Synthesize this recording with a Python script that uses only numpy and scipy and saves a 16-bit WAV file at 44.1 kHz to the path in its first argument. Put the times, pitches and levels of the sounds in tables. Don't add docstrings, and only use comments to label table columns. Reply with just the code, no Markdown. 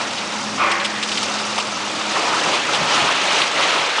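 import sys
import numpy as np
from scipy import signal
from scipy.fft import rfft, irfft
from scipy.io import wavfile

SR = 44100
rng = np.random.default_rng(int(sys.argv[2]) if len(sys.argv) > 2 else 0)


def store_pcm(level_fs):
    pcm = np.round(np.clip(level_fs, -1, 1) * 32767).astype(np.int16)
    wavfile.write(sys.argv[1], SR, np.atleast_2d(pcm).T)


N = 176400
TIME = np.arange(N) / SR
BIN_HZ = np.arange(N // 2 + 1) * SR / N

# t/s, mid level/dB, upper-mid level/dB, treble level/dB
RUBBLE_SURGES = [(0, -28.5, -27.5, -37), (0.5, -29.5, -30.5, -37.5), (0.95, -31, -29, -39),
                 (1.15, -29, -28.5, -34), (1.3, -25, -26, -34.5), (1.5, -28, -28, -35.5),
                 (1.75, -28.3, -28.5, -36.5), (2.08, -27.5, -26, -36), (2.199, -21.5, -23.5, -32.5),
                 (2.55, -21, -22.5, -33.5), (2.641, -27.5, -23.5, -36), (2.72, -21.5, -23.5, -35),
                 (2.861, -22, -22.5, -33.5), (2.95, -19.5, -18, -29), (3.118, -22, -19.5, -33.5),
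                 (3.21, -23.5, -21, -34), (3.39, -20, -18, -30), (3.52, -26, -24, -36),
                 (3.62, -18.5, -18, -31.5), (3.76, -21, -20, -33), (3.93, -26, -22.5, -36),
                 (4.0, -26, -20, -35)]
# f/Hz, level/dB
RUBBLE_COLOUR = [(130, -13), (175, -12.5), (240, -11), (310, -5.5), (430, -4.5), (850, -0.5), (1320, -1.3),
                 (1600, -5), (1900, -5), (2600, -4.5), (3200, -5.5), (4500, -10), (6200, -12.5),
                 (8000, -21), (10000, -30)]
# f/Hz, level/dB
WOOD_COLOUR = [(300, -52), (1500, -15.5), (2300, 5.5), (3050, 9), (4100, 4.5), (4400, 4), (5200, 0),
               (6500, -11.5), (7700, -7.5), (10000, -18.5)]

FRAGMENTS = dict(per_s=190, spread_db=-3)
STONES = dict(per_s=640, spread_db=-3.5)
SPLINTERS = dict(per_s=660, spread_db=4, t60=0.017, share=0.19)


def rubble():
    bands = [(130, 1500), (1500, 4500), (4500, 11000)]
    trims = [-0.11, -0.5, 4.5]
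    grit_shares = [0.18, 0.11, 0.6]
    grit = clatter(**FRAGMENTS, t60=0.037, share=0.68)
    out = 0
    for (low, high), level_db, trim_db, share in zip(bands, in_time(RUBBLE_SURGES), trims, grit_shares):
        edges = np.geomspace(low, high, 5)
        wash = sum(noise(RUBBLE_COLOUR, a, b) * from_db(1.46 * drift(rate_hz=43))
                   for a, b in zip(edges, edges[1:]))
        gritty_wash = rms_one(wash) * np.sqrt(1 - share + share * grit ** 2)
        out += from_db(level_db + trim_db) * rms_one(gritty_wash + from_db(-7) * stones(low, high))
    return out


def stones(low, high, count=30, t60_cycles=67):
    contacts = clicks(**STONES)
    struck_piece = rng.integers(0, count, N)
    pitches = low * (high / low) ** ((np.arange(count) + rng.random(count)) / count)
    out = 0
    for piece, hz in enumerate(pitches):
        ringing = ring(contacts * (struck_piece == piece), hz, t60_cycles / hz)
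        out += hz * from_db(at_hz(RUBBLE_COLOUR, hz)) * ringing
    return rms_one(out)


def bricks():
    modes = [(2470, -1), (2880, 0)]
    upper_mid_db = in_time(RUBBLE_SURGES)[1]
    return from_db(7.5 + 1.77 * upper_mid_db) * rms_one(pelted_modes(modes, t60=0.0072))


def masonry_blocks():
    hits = [(0, -19.5, 0.13), (1.583, -14.5, 0.059), (2.156, -14, 0.14), (2.376, -25, .14),
            (2.53, -23, 0.22), (2.684, -20, .15), (2.976, -14, 0.17), (3.044, -20, 0.064),
            (3.087, -12.5, 0.097), (3.761, -17, 0.12), (3.982, -16.5, 0.15)]
    colour = [(100, -28), (300, -9), (850, 3.5), (1250, 7.5), (1800, -5), (3000, -16.5), (9000, -26.5)]
    return landings(hits, colour, attack=0.001)


def thuds():
    hits = [(2.785, -30, 0.37), (3.008, -25, 0.14)]
    colour = [(25, -21), (60, -9), (110, -9.5), (160, 7), (200, 6), (400, -46)]
    return landings(hits, colour, attack=0.026)


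def timbers():
    cracks = [(.174, -25.5, 0.089, -5), (.7138, -19, 0.036, 4), (.799, -23.5, 0.046, -9),
              (.8465, -21, 0.057, 3), (1.0264, -19, 0.047, 2), (1.0869, -24.5, .03, 6),
              (1.1166, -19, 0.051, 0), (1.154, -24, 0.021, -7), (1.1727, -16.5, 0.037, 0.5),
              (1.2282, -22, 0.043, 8), (1.5795, -20, 0.041, 3.5), (1.599, -24, 0.04, 5),
              (2.5307, -19, 0.11, -1), (2.733, -20, 0.11, 1.5), (2.9167, -21.5, 0.12, -3),
              (3.417, -13, 0.03, -13)]
    attack_s, shelf_hz = 0.0004, 5000
    wood = rms_one(noise(WOOD_COLOUR))
    treble = irfft(rfft(wood) * (BIN_HZ > shelf_hz), N)
    splinters = clatter(**SPLINTERS)
    out = 0
    for start, db, t60, treble_db in cracks:
        fracture = from_db(-2.5) * blow(start, attack_s, t60=0.0063)
        splintering = splinters * blow(start, attack_s, t60, hold=0.2 * t60)
        tone = wood + (from_db(treble_db) - 1) * treble
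        out += from_db(db) * np.hypot(fracture, splintering) * tone
    return out


def sheet_metal():
    modes = [(339, -4.5), (571, -1), (790, -2), (1052, -6), (1107, -2), (1292, -8), (1457, 1.5),
             (2008, -3.5), (2126, -2), (2412, -0.5)]
    colour = [(200, -23), (560, -10.5), (900, -8.5), (1130, 0.5), (1350, -5), (1600, -19), (2400, -8),
              (3200, -17.5), (9000, -55)]
    envelope = blow(start=0.572, attack=0.04, t60=0.92)
    contacts = clicks(per_s=830, spread_db=5) * envelope
    ringing = 0
    for hz, db in modes:
        mode = ring(contacts, hz, t60=0.38 / np.sqrt(hz / 1000))
        ringing += from_db(db) * rms_one(flex(mode))
    ringing = np.sqrt(np.mean(envelope ** 2)) * rms_one(ringing)
    rattle = envelope * rms_one(noise(colour)) * clatter(**SPLINTERS)
    return from_db(-14.5) * rattle + from_db(-19.5) * ringing


def flex(mode, pitch_spread=0.0032):
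    warp_s = pitch_spread * np.cumsum(drift(rate_hz=17)) / SR
    return np.interp(TIME + warp_s, TIME, mode)


def sheet_scrape():
    colour = [(150, -37), (900, -13), (1400, -3), (1700, 8), (2300, -0.5), (3000, -15.5), (5000, -58)]
    grit = clatter(**FRAGMENTS, t60=0.017, share=0.48)
    envelope = blow(start=0.597, attack=0.1, t60=1.87)
    return from_db(-25) * envelope * grit * rms_one(noise(colour))


def laths():
    snaps = clatter(per_s=60, spread_db=-8, t60=0.11, share=0.61)
    treble_db = in_time(RUBBLE_SURGES)[2]
    return from_db(treble_db - 0.5) * snaps * rms_one(noise(WOOD_COLOUR, low=3500))


def structure():
    hollow_modes = [(560, -14.5), (840, -16.5), (940, -12.5), (1300, -11.5)]
    swells = [(0, -39.5), (.45, -38), (.55, -33.5), (.68, -41), (2.65, -40), (2.85, -35.5), (3.15, -39),
              (3.7, -45.5), (4, -60)]
    colour = [(20, -17), (40, -12), (68, -24), (90, -6), (118, 0.5), (135, -1.5), (155, -9), (180, 3),
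              (260, 5), (500, -27)]
    mid_db = in_time(RUBBLE_SURGES)[0]
    hollow = from_db(mid_db) * pelted_modes(hollow_modes, t60=0.054)
    rumble = from_db(in_time(swells)[0]) * rms_one(noise(colour))
    return hollow + rumble


def excavator(waver_hz=1, waver_db=0.3):
    drone = [(0, 215, -41.5, -52), (.3, 212.5, -39, -45), (.57, 209.5, -32, -51), (.66, 209.3, -43.5, -45),
             (.9, 209.5, -36, -42), (1.45, 211.4, -35.5, -51.5), (1.8, 208.8, -39, -41.5),
             (2.14, 207.8, -39.5, -40), (2.2, 209.8, -45.5, -36.5), (4, 208.6, -60, -64)]
    hz, level_db, fifth_db = in_time(drone)
    phase = 2 * np.pi * np.cumsum(hz + waver_hz * drift(rate_hz=12)) / SR
    orders = [(0.5, level_db - 24), (1, level_db), (1.5, fifth_db)]
    return np.sqrt(2) * sum(from_db(db - waver_db * drift(rate_hz=17)) * np.sin(order * phase)
                            for order, db in orders)


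def landings(hits, colour, attack):
    envelope = sum(from_db(db) * blow(start, attack, t60) for start, db, t60 in hits)
    return envelope * rms_one(noise(colour)) * clatter(**SPLINTERS)


def pelted_modes(modes, t60):
    return sum(from_db(db) * rms_one(ring(clicks(**STONES), hz, t60)) for hz, db in modes)


def clicks(per_s, spread_db):
    size = np.minimum(rng.exponential(1, N), 4)
    return (rng.random(N) < per_s / SR) * from_db(spread_db * size) * rng.choice([-1, 1], N)


def clatter(per_s, spread_db, t60, share):
    decay = from_db(-60 / (t60 * SR))
    power = signal.lfilter([1], [1, -decay ** 2], clicks(per_s, spread_db) ** 2 + 1e-18)
    return np.sqrt(1 - share + share * power / power.mean())


def ring(x, hz, t60):
    r, w = from_db(-60 / (t60 * SR)), 2 * np.pi * hz / SR
    return signal.lfilter([.5, 0, -.5], [1, -2 * r * np.cos(w), r * r], x + 1e-18)


def blow(start, attack, t60, hold=0):
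    age = TIME - start
    return np.clip(age / attack, 0, 1) * from_db(-60 * np.clip((age - attack - hold) / t60, 0, 2))


def noise(colour, low=0, high=SR):
    spectrum = rfft(rng.standard_normal(N)) * from_db(at_hz(colour, BIN_HZ))
    return irfft(spectrum * (BIN_HZ >= low) * (BIN_HZ < high), N)


def drift(rate_hz):
    spectrum = rfft(rng.standard_normal(N)) * (BIN_HZ > 0)
    return rms_one(irfft(spectrum / (1 + (BIN_HZ / rate_hz) ** 2), N))


def in_time(rows):
    times, *columns = np.transpose(rows)
    return [np.interp(TIME, times, column) for column in columns]


def at_hz(colour, hz):
    f, db = np.transpose(colour)
    return np.interp(np.log(np.maximum(hz, 1)), np.log(f), db)


def from_db(db):
    return 10 ** (np.asarray(db) / 20)


def rms_one(x):
    return x / np.sqrt(np.mean(x ** 2) + 1e-20)


def gain_control(x, threshold_db=-16, slope=0.24, attack_s=0.0035, release_db_per_s=40):
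    r = np.exp(-1 / (attack_s * SR))
    level_db = 10 * np.log10(signal.lfilter([1 - r], [1, -r], x ** 2) + 1e-12)
    duck_db = slope * np.maximum(level_db - threshold_db, 0)
    creep_db = release_db_per_s * TIME
    return x * from_db(creep_db - np.maximum.accumulate(duck_db + creep_db))


def scene():
    hits = timbers() + masonry_blocks() + thuds()
    bed = rubble() + bricks() + structure() + excavator()
    return np.tile(hits + bed + sheet_metal() + sheet_scrape() + laths(), (2, 1))


def record(dry, ceiling=0.52, low_cut_hz=60, high_cut_hz=10100):
    ducked = np.array([gain_control(channel) for channel in dry])
    rounded = ceiling * np.tanh(ducked / ceiling)
    low_cut = signal.butter(2, low_cut_hz, "high", fs=SR, output="sos")
    high_cut = signal.ellip(12, .2, 80, high_cut_hz, fs=SR, output="sos")
    return signal.sosfilt(high_cut, signal.sosfilt(low_cut, rounded))


dry = scene()
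out = record(dry)
store_pcm(out)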